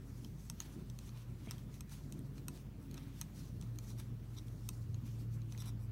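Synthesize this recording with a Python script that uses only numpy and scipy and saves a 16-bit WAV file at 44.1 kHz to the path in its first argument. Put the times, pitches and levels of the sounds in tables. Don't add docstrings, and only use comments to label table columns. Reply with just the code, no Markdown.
import sys
import numpy as np
from scipy import signal
from scipy.fft import rfft, irfft, next_fast_len
from scipy.io import wavfile
from scipy.ndimage import uniform_filter1d, map_coordinates

SR = 44100
rng = np.random.default_rng(int(sys.argv[2]) if len(sys.argv) > 2 else 0)


def master_out(mix):
    frames = np.transpose(np.atleast_2d(mix))
    ceiling = np.clip(frames, -1, 1)
    pcm = np.round(ceiling * 32767).astype(np.int16)
    wavfile.write(sys.argv[1], SR, pcm)


def voltage_ratio(decibels):
    exponent = np.asarray(decibels, float) / 20
    return 10 ** exponent


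N = 260807
RING = 3000
TOP_HZ = 15780

# time in seconds, level in dB.
ENGINE_LEVEL = [(0, -55), (.47, -52), (.62, -68), (.9, -54), (1.35, -50.5), (1.75, -54), (2.05, -61),
                (2.25, -53), (2.56, -62), (2.68, -53), (2.8, -66), (3.1, -52), (3.27, -64), (3.4, -50),
                (3.6, -55), (3.7, -46.5), (4.62, -50), (4.9, -45.5)]
# start in seconds, end in seconds, level in dB, level of its
# octave in dB.
DRONE_SURGES = [(1.4, 1.95, -59, -78), (1.9, 2.55, -52, -62), (2.75, 3.25, -59, -58), (4, 4.35, -57, -80),
                (4.8, 5.2, -56, -78)]
# start in seconds, end in seconds, level in dB.
PUMP_SURGES = [(.15, 1.05, -63), (2.85, 3.65, -59), (3.95, 4.25, -60), (4.8, 5.8, -57)]
# pitch in Hz, level in dB, growth from start to end in dB.
PANEL_LINES = [(90.7, -63, 7), (204.3, -66, 3)]
# pitch in Hz, rms level in dB.
APPLIANCE_HUM = (51.6, -56)
# frequency in Hz, density in dB per Hz.
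TRAFFIC_SPECTRUM = [(120, -33), (200, -1), (310, -3), (480, -19), (700, -32), (1200, -90)]
# start in seconds, end in seconds, level in dB.
VEHICLE_PASSES = [(0, .3, -64), (1.35, 1.55, -63), (2.05, 2.5, -63), (2.8, 3.2, -64), (5.3, 5.6, -64)]
# frequency in Hz, density in dB per Hz.
ROOM_SPECTRUM = [(25, -23), (42, -7), (70, -5), (85, -0.5), (150, 0), (210, -5.5), (310, -12.5), (500, -22),
                 (800, -28.5), (1270, -29.5), (1600, -33), (5900, -43), (10200, -46), (14500, -41.5)]

# hardest pull in seconds, level in dB, seconds to gain 10 dB,
# seconds to lose 10 dB, skin share in dB.
YARN_PULLS = [(.242, -67, .25, .09, -8), (.465, -65.5, .16, .09, -8.5), (.62, -60, .04, .14, -1),
              (1.075, -64.5, .13, .035, -2), (1.175, -65.5, .04, .07, 1), (1.511, -66, .15, .14, 1),
              (1.749, -62.5, .027, .04, -7.5), (1.92, -58.5, .022, .075, -2.5), (2.13, -70.5, .17, .28, -3),
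              (2.382, -66, .037, .026, -4), (2.56, -64, .061, .06, -3), (2.98, -70, .1, .2, 6),
              (3.2, -62.5, .06, .06, -2.5), (3.38, -63, .05, .16, -4), (3.63, -70, .04, .06, 0),
              (3.9, -61.5, .104, .035, -6.5), (4.0, -65, .04, .07, 1), (4.35, -69, .1, .2, -3),
              (4.744, -66.5, .25, .17, -11), (5.065, -65, .028, .1, -2.5), (5.218, -64, .084, .029, -4),
              (5.34, -65, .027, .042, -7), (5.521, -63, .027, .04, -5), (5.66, -67, .12, .05, 4)]
# frequency in Hz, density in dB per Hz.
FIBRE_SPECTRUM = [(3000, -21), (4200, -3), (4900, -4), (6000, -0.5), (7200, -5), (8300, -5), (10200, -7.5),
                  (11200, -5), (14000, -11)]
# frequency in Hz, density in dB per Hz.
SKIN_SPECTRUM = [(500, -8), (900, 5), (1330, -1), (1700, -0.5), (2500, 0), (3600, 1), (4400, -5),
                 (5500, -15)]

# start in seconds, peak in dB, share of the shaft's low modes in dB,
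# share of the tip's high modes in dB, table echo delay in ms.
FIRM_CONTACTS = [(0.2458, -44, -19, -9, .47), (0.498, -35, -13, -2.5, .42), (0.602, -31, -14.5, -9, .39),
                 (0.8983, -50.5, -13, -2, .44), (0.9877, -44, -12.5, -3, .38),
                 (1.0909, -50.5, -8.5, -15, .37), (1.509, -36, -11.5, -0.5, .46),
                 (1.5805, -54, -13, -3, .46), (1.8066, -42.5, -9, 1.5, .43), (2.1227, -44, -16, -1, .4),
                 (2.3794, -53, -4, -5, .36), (2.4819, -36.5, -9.5, 1.5, .4), (2.9113, -52, -15, 2, .36),
                 (2.9417, -48.5, -9, 0, .37), (2.9773, -47, -6, -13, .41), (3.2122, -32, -15, -2, .42),
                 (3.6117, -48, -16, -1.5, .44), (3.786, -41.5, -15, -1.5, .38), (3.9985, -54, 0, 7, .41),
                 (4.3847, -52, -13, -15, .42), (4.6887, -34.5, -13.5, 0, .4), (4.943, -50.5, -9, -12, .4),
                 (5.522, -46, -13, -9, .4), (5.576, -47, -12, -5, .36)]
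# start in seconds, peak in dB, share of the tip's high modes in dB.
LIGHT_TOUCHES = [(1.1732, -55, -10), (1.4602, -57, -2), (1.516, -46, -6), (1.7405, -57, 0), (1.894, -58, 2),
                 (2.1903, -66.5, 14.5), (2.5731, -59, -7), (3.2177, -43.5, -13), (3.6234, -52.5, -16),
                 (3.7574, -65.5, 6), (3.9026, -59, 6), (4.4815, -58.5, -7), (5.4171, -59.5, -9),
                 (5.6204, -47.5, -6), (5.658, -60, 9)]
# pitch in Hz, level in dB, t60 in seconds.
SHAFT_MODES = [(992, -8, 0.057), (1104, -7.5, 0.022), (1290, 0, 0.017), (1900, 1, 0.011),
               (2140, -0.5, 0.0057), (2582, 0, 0.029)]
MIDDLE_MODES = [(3120, -2.3, 0.011), (3530, 0.16, 0.0066), (4030, -2.4, 0.014), (4390, -1.4, 0.012)]
MAIN_MODES = [(5350, -2, .005), (5750, -4, .006), (6150, -1, .007), (6600, -1, .005)]
TIP_MODES = [(8120, -0.5, 0.0058), (8750, -0.5, 0.0033), (10100, -1, 0.0016), (11010, -4.5, 0.005),
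             (12600, 1, 0.0017), (14240, -8.5, 0.0064), (15100, -15, 0.002)]
# frequency in Hz, t60 in seconds.
ROOM_DECAY = [(500, 0.13), (3000, 0.067), (12000, 0.084)]

# start in seconds, end in seconds, level in dB,
# brightening per mode group in dB, shaft modes over the level in dB.
NEEDLE_SLIDES = [(1.074, 1.097, -75, -5, 6), (1.142, 1.172, -78, -5, 9), (1.268, 1.345, -88, 11, 11),
                 (2.543, 2.56, -76, 0, -9), (2.791, 2.879, -82, 9, -1), (2.971, 2.987, -62, -1, 0),
                 (3.022, 3.045, -73, -3, -11), (3.866, 3.893, -76, 2.5, 6), (3.897, 3.925, -67, -2, 0),
                 (3.975, 4.009, -65.5, 3, -3), (4.363, 4.4, -63.5, -4, -6), (4.462, 4.494, -76, 6, -6),
                 (5.582, 5.631, -59.5, 1, -12), (5.653, 5.707, -62.5, 2, -1), (5.79, 5.867, -78, 6, 2)]
# pitch in Hz, level in dB, t60 in seconds.
SLIDE_MODES = [
    [(990, 9.5, 0.011), (1330, 6, 0.012), (2380, 7, 0.009)],
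    [(3600, -2, 0.011), (4010, -6, 0.016)],
    [(4880, -3, 0.01), (5690, 6, 0.008)],
    [(8080, -8, .006), (10860, -3.5, 0.004), (12800, -7, 0.003), (13600, -8, 0.004)],
]
# start in seconds, peak in dB.
TABLE_BUMPS = [(1.4728, -38)]
# pitch in Hz, level in dB, t60 in seconds.
TABLE_MODES = [(209.4, 10.5, 0.081), (448.6, -4, 0.047), (653, -1, 0.036), (2200, -1, 0.012)]
# start in seconds, end in seconds, level in dB.
TABLE_DRAG = (1.479, 1.506, -59.5)
# pitch in Hz, level in dB, t60 in seconds.
TABLE_DRAG_MODES = [(2310, 0, .012), (2750, -5, .008), (3230, -1, .012)]
# (pitch in Hz, level in dB, t60 in seconds).
NAIL_TAP = (5.5487, -51, [(1600, -4, .008), (2050, 0, .012), (2500, -5, .008)])


def unit(x):
    return x / np.sqrt(np.mean(x ** 2) + 1e-20)


def along(points, hz):
    f, v = np.transpose(points)
    return np.interp(np.log(hz + 1), np.log(f + 1), v)


def wobble(rate):
    knots = rng.standard_normal(int(N / SR * 60) + 4)
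    return map_coordinates(knots, [np.arange(N) * min(rate, 60) / SR])


def stroke(start, end):
    progress = np.clip((np.arange(N) / SR - start) / (end - start), 0, 1)
    return np.sin(np.pi * progress) ** 0.56


def surges(rows):
    return voltage_ratio(np.transpose(rows)[2:]) @ np.array([stroke(*row[:2]) for row in rows])


def noise(spectrum, patchy_db):
    z = signal.stft(rng.standard_normal(N), nperseg=512)[2]
    field = uniform_filter1d(rng.standard_normal(z.shape), 9, 0)
    field = uniform_filter1d(field, 9, 1)
    patchy = signal.istft(z * voltage_ratio(patchy_db * unit(field)), nperseg=512)[1][:N]
    m = next_fast_len(N + 8192)
    hz = np.fft.rfftfreq(m, 1 / SR)
    gain = voltage_ratio(along(spectrum, hz) - 40 * np.clip((hz - TOP_HZ) / 350, 0, 2))
    return unit(irfft(rfft(patchy, m) * gain, m)[:N])


def ring(modes, scatter_db=0, detune=0):
    hz, db, t60 = np.transpose(modes)[:, :, None]
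    t = np.arange(RING) / SR
    strength, pitch = rng.standard_normal((2, len(modes), 1))
    sign = (-1) ** np.arange(len(modes))[:, None]
    waves = sign * np.sin(2 * np.pi * hz * (1 + detune * pitch) * t)
    x = np.sum(voltage_ratio(db + scatter_db * strength - 60 * t / t60) * waves, axis=0)
    x *= 1 - np.exp(-t / .00008)
    return x / np.abs(x).max()


def tone(hz, db, unsteady_db, rate):
    phase = 2 * np.pi * np.cumsum(hz + np.zeros(N)) / SR + 0.11 * unsteady_db * wobble(rate)
    return np.sqrt(2) * voltage_ratio(db + unsteady_db * wobble(rate)) * np.sin(phase)


def engine():
    t = np.arange(N) / SR
    level_db = np.interp(t, *np.transpose(ENGINE_LEVEL))
    return tone(121 - 1.3 * t, level_db, 2.2, 16)


def far_drone():
    hz = 140.5 - 1.25 * np.arange(N) / SR
    first, octave = surges(DRONE_SURGES)
    return (first + voltage_ratio(-72)) * tone(hz, 0, 0.5, 19) + octave * tone(2 * hz, 0, 0.5, 11)


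def pump():
    t = np.arange(N) / SR
    out = (surges(PUMP_SURGES)[0] + voltage_ratio(-76)) * tone(154.8 - .85 * t, 0, 0.5, 10)
    for hz, db, growth_db in PANEL_LINES:
        out += tone(hz, db + growth_db * (t / t[-1] - .5), 3.5, 6)
    return out


def hum():
    progress = np.arange(N) / (N - 1)
    return voltage_ratio(3 * (progress - .5) + .7) * tone(*APPLIANCE_HUM, 0.37, 8.4)


def traffic():
    level = voltage_ratio(-66 + 3 * wobble(5)) + surges(VEHICLE_PASSES)[0]
    return level * noise(TRAFFIC_SPECTRUM, patchy_db=4.0)


def room_air():
    return voltage_ratio(-52.5) * noise(ROOM_SPECTRUM, patchy_db=1.88)


def rustle():
    s, db, rise_s, fall_s, skin_db = np.transpose(YARN_PULLS)[:, :, None]
    coarse = np.arange(0, N + 64, 64)
    since = coarse / SR - s
    pull = voltage_ratio(db - 10 * np.maximum(-since / rise_s, since / fall_s))
    on_wood = np.interp(np.arange(N), coarse, np.linalg.norm(pull, axis=0))
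    on_skin = np.interp(np.arange(N), coarse, np.linalg.norm(pull * voltage_ratio(skin_db), axis=0))
    flutter = voltage_ratio(-2 + 1.5 * wobble(50))
    fibres = on_wood * noise(FIBRE_SPECTRUM, patchy_db=1.8)
    skin = on_skin * noise(SKIN_SPECTRUM, patchy_db=1.5)
    return flutter * (fibres + skin)


def crack():
    snap = np.diff(rng.standard_normal(RING + 1)) * voltage_ratio(-60 * np.arange(RING) / SR / .004)
    return snap / np.abs(snap).max()


def push():
    u = np.arange(RING) / SR / .00012
    return (1 - u) * np.exp(-u) * (1 - np.exp(-4 * u)) / .4


def off_table(x, lag_ms):
    hz = np.fft.rfftfreq(len(x), 1 / SR)
    path = np.ones(len(hz), complex)
    for gain, lags in [(-.7, 1), (.3, 2.6), (-.15, 4.4)]:
        path += gain * np.exp(-2j * np.pi * hz * lags * lag_ms / 1000)
    return irfft(rfft(x) * path, len(x))


def clicks():
    out = np.zeros(N)
    touches = [(s, db, -7, tip_db, .4) for s, db, tip_db in LIGHT_TOUCHES]
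    for s, db, shaft_db, tip_db, lag_ms in list(FIRM_CONTACTS) + touches:
        middle_db = -8 - .4 * (db + 47)
        x = ring(MAIN_MODES, 1.14, 0.029) + voltage_ratio(-6) * push()
        x += voltage_ratio(middle_db + 5.5) * ring(MIDDLE_MODES, 1.1, 0.024)
        x += voltage_ratio(tip_db + 4) * (ring(TIP_MODES, 1.5, .015) + .5 * crack())
        x = off_table(x, lag_ms) + voltage_ratio(shaft_db + 5.5) * ring(SHAFT_MODES, 3, 0.04)
        out[round((s + .0008) * SR):][:RING] += voltage_ratio(db - 3.5) * x
    return out


def grain_slips():
    slips = (rng.random(N) < 3000 / SR) * rng.standard_normal(N) * voltage_ratio(1.5 * rng.exponential(size=N))
    slips = (slips + .1 * rng.standard_normal(N)) * voltage_ratio(3 * wobble(60))
    return slips / np.sqrt(np.abs(uniform_filter1d(slips ** 2, 1300)) + 1e-9)


def rubbed(slips, modes):
    return unit(signal.fftconvolve(slips, ring(modes))[:N])


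def scrapes():
    slips = grain_slips()
    pressure = np.array([stroke(*row[:2]) for row in NEEDLE_SLIDES])
    db, tilt_db, shaft_db = np.transpose(NEEDLE_SLIDES)[2:]
    levels = [db + shaft_db, db - tilt_db - 1.5, db, db + tilt_db - 1.5]
    out = np.zeros(N)
    for modes, group_db in zip(SLIDE_MODES, levels):
        out += (voltage_ratio(group_db) @ pressure) * rubbed(slips, modes)
    return out


def table_bumps():
    out = np.zeros(N)
    for s, db in TABLE_BUMPS:
        out[round(s * SR):][:RING] += voltage_ratio(db - 1.0) * ring(TABLE_MODES)
    return out


def table_drag():
    start, end, db = TABLE_DRAG
    return stroke(start, end) * voltage_ratio(db) * rubbed(grain_slips(), TABLE_DRAG_MODES)


def nail_tap():
    s, db, modes = NAIL_TAP
    out = np.zeros(N)
    out[round(s * SR):][:RING] += voltage_ratio(db) * ring(modes)
    return out


def room(x):
    hz, t, z = signal.stft(rng.standard_normal(SR // 3), SR, nperseg=256)
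    decay = voltage_ratio(-60 * t / along(ROOM_DECAY, hz)[:, None])
    in_band = (hz < TOP_HZ - 400)[:, None]
    tail = signal.istft(z * decay * in_band, SR, nperseg=256)[1]
    late = np.pad(x, (130, 0))
    return signal.fftconvolve(late, tail / np.linalg.norm(tail))[:N]


def scene():
    machines = engine() + far_drone() + pump() + hum()
    far = machines + traffic() + room_air()
    near = clicks() + scrapes() + table_bumps() + table_drag() + nail_tap()
    return (far + rustle() + near + voltage_ratio(-17) * room(near))[None]


def top_cut(x):
    return signal.sosfilt(signal.butter(12, 16760, fs=SR, output="sos"), x)


def record(dry):
    m = next_fast_len(N)
    hz = np.fft.rfftfreq(m, 1 / SR)
    shelf = voltage_ratio(-12 * np.clip((hz - TOP_HZ) / 600, 0, 1))
    edge = shelf * np.clip((16800 - hz) / 400, 0, 1)
    heard = irfft(rfft(dry, m) * edge, m)[:, :N]
    return top_cut(heard)


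dry = scene()
out = record(dry)
master_out(out)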